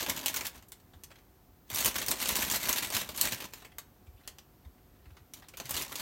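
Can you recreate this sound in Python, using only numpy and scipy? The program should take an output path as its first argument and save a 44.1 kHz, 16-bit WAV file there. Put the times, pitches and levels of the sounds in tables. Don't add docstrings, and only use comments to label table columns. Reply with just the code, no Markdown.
import sys
import numpy as np
from scipy import signal
from scipy.fft import rfft, irfft, next_fast_len
from scipy.io import wavfile
from scipy.ndimage import uniform_filter1d, map_coordinates

SR = 44100
rng = np.random.default_rng(int(sys.argv[2]) if len(sys.argv) > 2 else 0)


def wav_out(sig):
    wavfile.write(sys.argv[1], SR, np.round(np.clip(np.atleast_2d(sig).T, -1, 1) * 32767).astype(np.int16))


N = 265041

# frequency_hz, level_db (per Hz)
AIR_SPECTRUM = [(20, -38), (32, -7.5), (45, -1.5), (100, -6), (130, -12.5), (260, -12), (500, -20.5),
                (750, -21.5), (1200, -25.5), (2500, -33.5), (6000, -36), (10500, -39), (13000, -29),
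                (16000, -33.5)]
# frequency_hz, level_db
HUM_PARTIALS = [(145.3, -79), (371.4, -81.5), (732.1, -83), (861.3, -92), (8468, -104)]
# start_s, end_s, level_db
STIR_BOUTS = [(0.0, 0.46, -48), (1.70, 3.038, -44.5), (3.134, 3.451, -49.5), (5.688, 6.01, -51)]
# peak_s, rise_s, crinkle_db, flexing_db
SQUEEZES = [(0.01, .02, -35.5, -43), (0.098, 0.014, -36.5, -38), (0.177, .015, -37.5, -43),
            (0.233, .011, -47, -47), (0.283, 0.018, -39, -47.5), (0.368, 0.022, -43, -46.5),
            (0.46, 0.01, -37, -51), (0.56, 0.019, -53, -54.5), (1.717, .009, -49, -48),
            (1.796, 0.042, -34.5, -42.5), (1.87, 0.013, -32.5, -37), (1.961, 0.0076, -31, -37.5),
            (2.01, 0.012, -38, -49), (2.107, 0.022, -42, -39), (2.227, 0.021, -32, -46.5),
            (2.301, 0.024, -32, -40), (2.384, 0.023, -33.5, -41), (2.428, 0.013, -30, -40),
            (2.475, 0.021, -37.5, -44.5), (2.53, 0.016, -37, -44), (2.552, 0.012, -30, -39),
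            (2.647, 0.027, -34.5, -46), (2.695, 0.015, -31, -37), (2.776, 0.013, -30.5, -43.5),
            (2.839, 0.018, -35, -45.5), (2.961, 0.018, -28.5, -40), (3.01, 0.01, -37, -47.5),
            (3.098, 0.023, -48, -48.5), (3.191, 0.016, -37.5, -47), (3.253, 0.022, -31.5, -41),
            (3.328, .011, -32.5, -40), (3.412, 0.014, -42.5, -47.5), (3.449, 0.0092, -44, -44.5),
            (3.57, 0.041, -56, -64.5), (5.378, 0.015, -56, -60.5), (5.606, 0.014, -51.5, -52),
            (5.662, .012, -48.5, -58), (5.713, 0.017, -42, -45.5), (5.787, .031, -37, -45.5),
            (5.925, 0.01, -41.5, -44.5), (6.0, 0.017, -39.5, -49.5)]
# frequency_hz, level_db (per Hz)
FILM_SPECTRUM = [(400, -29), (750, -3), (1050, -5), (1350, -1.5), (1900, 2.5), (3000, 2), (4200, 3),
                 (5000, -1.5), (6300, 1), (8800, -2.5), (10400, -5.5), (12500, 0.5), (16000, -5.5)]
# frequency_hz, level_db (per Hz)
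SHEET_SPECTRUM = [(29, -27), (50, -3), (86, -2.5), (152, -5), (257, 0.5), (314, -2.5), (494, -8.5),
                  (603, -2), (758, -10.5), (979, -2.5), (1500, -17), (1950, -27), (3300, -120)]
# start_s, level_db, brightness_db
SNAPS = [(0.0253, -19.5, -7.5), (0.063, -18, -6), (0.0967, -10, -0.5), (0.2593, -8, 0.5),
         (0.2817, -11.5, 0), (0.3415, -13, -2.5), (0.3618, -14, 1), (0.369, -13.5, -0.5),
         (0.409, -17.5, -5.5), (0.4675, -14.5, 0.5), (0.624, -38.5, -4.5), (0.6843, -35.5, 11),
         (0.7192, -26.5, 0.5), (0.7995, -47, -2), (1.0355, -27.5, 1), (1.701, -21.5, 0), (1.7462, -13, 3),
         (1.7586, -9, 1), (1.784, -13, 0.5), (1.8073, -13, 8), (1.8462, -8.5, 2), (1.8582, -5.5, 1),
         (1.8784, -13.5, -2.5), (1.983, -14, -3), (2.0242, -17.5, -3.5), (2.0626, -16, 2),
         (2.0827, -7.5, 0), (2.1088, -13, 11), (2.1133, -9, -2), (2.2017, -19, -3), (2.2147, -16.5, 7),
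         (2.2567, -15.5, -4.5), (2.2854, -15, 17), (2.2911, -12, -2), (2.355, -11, -1.5),
         (2.364, -11.5, 7.5), (2.4995, -13, -0.5), (2.5126, -11.5, -2.5), (2.5218, -13, 2),
         (2.5598, -12, 3), (2.6918, -7, 1.5), (2.7279, -9, -1), (2.8272, -17.5, -2), (2.902, -18.5, -1),
         (2.9236, -19.5, -4.5), (3.015, -21.5, -7), (3.0895, -20.5, -3), (3.1474, -27, -7.5),
         (3.162, -24, 4), (3.1752, -17.5, 8), (3.2119, -3.5, 4), (3.5355, -24.5, -3), (3.7835, -20, -2.5),
         (4.2755, -22, -2.5), (4.3843, -32, -3.5), (5.336, -24.5, 1.5), (5.4847, -30.5, -2),
         (5.5706, -24, -1.5), (5.5999, -21, -6), (5.655, -27, -3.5), (5.6933, -21, 1), (5.708, -15, 7),
         (5.7422, -17, -2.5), (5.7655, -15.5, -3.5), (5.8208, -18, 1.5), (5.955, -16.5, 0.5)]
# frequency_hz, gain_db
CREASE_RESPONSE = [(100, -25), (300, -3.5), (750, -3), (1100, 1.5), (1400, -2.5), (3000, -1.5),
                   (4800, -5.5), (6500, -0.5), (8500, -1.5), (10500, -3.5), (13000, 2.5), (16000, -2.5)]
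# frequency_hz, t60_s
KITCHEN_DECAY = [(150, 0.42), (1000, 0.42), (5000, 0.21), (15000, 0.18)]
# start_s, level_db
SCUFFS = [(0.5476, -40.5), (0.9343, -43.5), (1.1035, -41.5), (1.1139, -41), (1.1553, -43.5),
          (1.1842, -47.5), (3.6206, -38), (3.6474, -33), (3.7174, -45), (4.066, -49.5), (4.6488, -48),
          (4.78, -56), (5.0554, -47), (5.1033, -49.5), (5.1672, -41.5), (5.4209, -40), (5.4392, -45.5),
          (5.536, -37.5)]
# frequency_hz, gain_db
SKIN_RESPONSE = [(200, -2.5), (700, 4.5), (1600, 3), (3500, -0.5), (6500, -10), (12000, -14)]
# start_s, level_db, pitch_hz
THUDS = [(0.948, -45.5, 72), (1.719, -40.5, 106), (1.84, -38, 102), (2.308, -35.5, 64), (2.938, -36, 98),
         (3.243, -44, 112), (4.074, -38.5, 72), (4.139, -47, 65), (4.653, -37.5, 71.2), (5.061, -42.5, 64),
         (5.11, -42.5, 81.6), (5.208, -46.5, 88.8), (5.643, -44.5, 131), (5.734, -36.5, 75.4)]
# peak_s, rise_s, level_db
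RUBS = [(4.235, 0.039, -60), (5.05, 0.14, -72), (5.49, .05, -67)]
# frequency_hz, gain_db
CAP_RESPONSE = [(300, -21), (1000, -7), (1900, -2.5), (3500, -5), (7000, -17), (14000, -19)]

TOP_HZ = 16000
RELAX = 1.32
STIR_ATTACK_S, STIR_RELEASE_S = 0.012, 0.026
STIR_FLEX_DB = -5.5
SNAP_LOW_DB, SNAP_TOP_DB = -7, -6.5
SHIVER_DB, SHIVER_PER_DB = 1, 0.08


def amp(db):
    return 10 ** (np.asarray(db) / 20)


def unit(x):
    return x / np.sqrt(np.mean(x ** 2) + 1e-20)


def along(points, hz):
    f, v = np.transpose(points)
    return np.interp(np.log(hz + 1), np.log(f + 1), v)


def colour(x, gain_db):
    m = 2 * next_fast_len(len(x) // 2 + 2048)
    gain = amp(gain_db(np.fft.rfftfreq(m, 1 / SR)))
    cepstrum = irfft(np.log(np.maximum(gain, 1e-5)))
    cepstrum[1:m // 2] *= 2
    cepstrum[m // 2 + 1:] = 0
    response = np.exp(rfft(cepstrum))
    return irfft(rfft(x, m) * response)[:len(x)]


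def shaped(x, spectrum):
    return unit(colour(x, lambda hz: along(spectrum, hz)))


def wobble(rate):
    knots = rng.standard_normal(int(N * rate / SR) + 4)
    return map_coordinates(knots, [np.arange(N) * rate / SR])


def add(track, s, sound):
    part = track[max(round(s * SR), 0):][:len(sound)]
    part += sound[:len(part)]


def background():
    t = np.arange(N) / SR
    hum = sum(amp(db + 7.0) * np.sin(2 * np.pi * hz * t + 0.54 * wobble(8.8)) for hz, db in HUM_PARTIALS)
    air_gain = amp(-60.1 + 0.44 * wobble(2.1))
    return hum + air_gain * shaped(rng.standard_normal(N), AIR_SPECTRUM)


def stir():
    t = np.arange(N) / SR
    gain = np.zeros(N)
    for start, end, db in STIR_BOUTS:
        attack = np.clip((t - start) / STIR_ATTACK_S, 0, 1)
        release = np.exp(-np.maximum(t - end, 0) / STIR_RELEASE_S)
        gain += amp(db) * attack * release
    return gain


def swell(s, rise):
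    u = (np.arange(N) / SR - s) / rise
    return np.exp(-.5 * np.where(u < 0, u, u / RELAX) ** 2)


def crinkle(rate, spread_db, shiver_t60, shiver_db):
    happens, size, sign = rng.random((3, N))
    pushes = (happens < rate / SR) * amp(spread_db * size ** 2) * np.sign(sign - .5)
    keep = amp(-60 / (shiver_t60 * SR)) ** 2
    energy = signal.lfilter([1 - keep], [1, -keep], pushes ** 2)
    shiver = np.sqrt(energy) * rng.standard_normal(N)
    out = pushes + amp(shiver_db) * shiver
    power = np.abs(uniform_filter1d(out ** 2, size=1100))
    return out / np.sqrt(power + 1e-9)


def patchy(x, depth_db):
    z = signal.stft(x, nperseg=512)[2]
    field = uniform_filter1d(rng.standard_normal(z.shape), size=8, axis=0)
    field = uniform_filter1d(field, size=4, axis=1)
    return unit(signal.istft(z * amp(depth_db * unit(field)), nperseg=512)[1][:N])


def bag():
    light = stir()
    crush_power, bend_power = np.zeros(N), np.zeros(N)
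    for s, rise, crinkle_db, flex_db in SQUEEZES:
        pressure = swell(s, rise)
        crush_power += (amp(crinkle_db) * pressure) ** 2
        bend_power += (amp(flex_db) * pressure) ** 2
    grains = patchy(crinkle(rate=330, spread_db=11.5, shiver_t60=0.064, shiver_db=4.5), depth_db=2.0)
    flaps = patchy(crinkle(rate=300, spread_db=8, shiver_t60=0.064, shiver_db=5.5), depth_db=2.0)
    crinkle_gain = np.hypot(light, np.sqrt(crush_power))
    flex_gain = amp(-1.34) * np.hypot(amp(STIR_FLEX_DB) * light, np.sqrt(bend_power))
    return crinkle_gain * shaped(grains, FILM_SPECTRUM) + flex_gain * shaped(flaps, SHEET_SPECTRUM)


def ripple(depth_db, count=36):
    return np.transpose([np.geomspace(300, TOP_HZ, count), depth_db * rng.standard_normal(count)])


def buckle(t, crack_t60, shiver_t60, shiver_db):
    crack = amp(-60 * t / crack_t60) * rng.standard_normal(len(t))
    shiver = amp(-60 * t / shiver_t60) * rng.standard_normal(len(t))
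    crack[0] = rng.choice([-1, 1]) * 2
    crack = signal.lfilter([1, -.35], [1], crack)
    shiver = shiver * (1 - np.exp(-t / 0.00017))
    return crack / np.linalg.norm(crack) + amp(shiver_db) * shiver / np.linalg.norm(shiver)


def snaps():
    out, t = np.zeros(N), np.arange(SR // 12) / SR
    for s, db, bright_db in SNAPS:
        tilt = [(1500, SNAP_LOW_DB - bright_db), (4500, 0.0054), (11000, SNAP_TOP_DB + bright_db)]
        fold = ripple(depth_db=3.0)
        flip = buckle(t, crack_t60=0.0025, shiver_t60=0.075, shiver_db=SHIVER_DB - SHIVER_PER_DB * db)
        snap = colour(flip, lambda hz: along(CREASE_RESPONSE, hz) + along(tilt, hz) + along(fold, hz))
        add(out, s + .0008, amp(db + 9.5) * snap / np.linalg.norm(snap))
    return out


def kitchen(x):
    hz, t, z = signal.stft(rng.standard_normal(SR // 2), SR, nperseg=256)
    decay = amp(-60 * t / along(KITCHEN_DECAY, hz)[:, None])
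    tail = signal.istft(z * decay, SR, nperseg=256)[1]
    delayed = np.pad(tail, (220, 0))
    return signal.fftconvolve(x, delayed / np.linalg.norm(tail))[:N]


def scuffs(t60=0.087, attack=0.0013):
    out, t = np.zeros(N), np.arange(SR // 6) / SR
    for s, db in SCUFFS:
        rough = shaped(rng.standard_normal(len(t)), ripple(depth_db=4))
        envelope = amp(db - 9.5 - 60 * t / t60) * (1 - np.exp(-t / attack))
        add(out, s, envelope * shaped(rough, SKIN_RESPONSE))
    return out


def thuds(t60=0.083, attack=0.0095):
    out, t = np.zeros(N), np.arange(SR // 3) / SR
    for s, db, hz in THUDS:
        envelope = amp(db + 8.0 - 60 * t / t60) * (1 - np.exp(-(t / attack) ** 2))
        add(out, s, envelope * np.sin(2 * np.pi * hz * t))
    return out


def fingers():
    gain = sum(amp(db) * swell(s, rise) for s, rise, db in RUBS)
    slips = crinkle(rate=260, spread_db=19, shiver_t60=0.055, shiver_db=7)
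    return amp(-5.0) * gain * patchy(shaped(slips, CAP_RESPONSE), depth_db=4.5)


def scene():
    near = bag() + snaps() + scuffs() + fingers()
    return (near + amp(-12) * kitchen(near) + thuds() + background())[None]


def record(dry):
    m = next_fast_len(N + SR // 2)
    lean = signal.sosfilt(signal.butter(4, 38, "highpass", fs=SR, output="sos"), dry)
    passband = np.fft.rfftfreq(m, 1 / SR) < TOP_HZ
    return irfft(rfft(lean, m) * passband, m)[..., :N]


dry = scene()
out = record(dry)
wav_out(out)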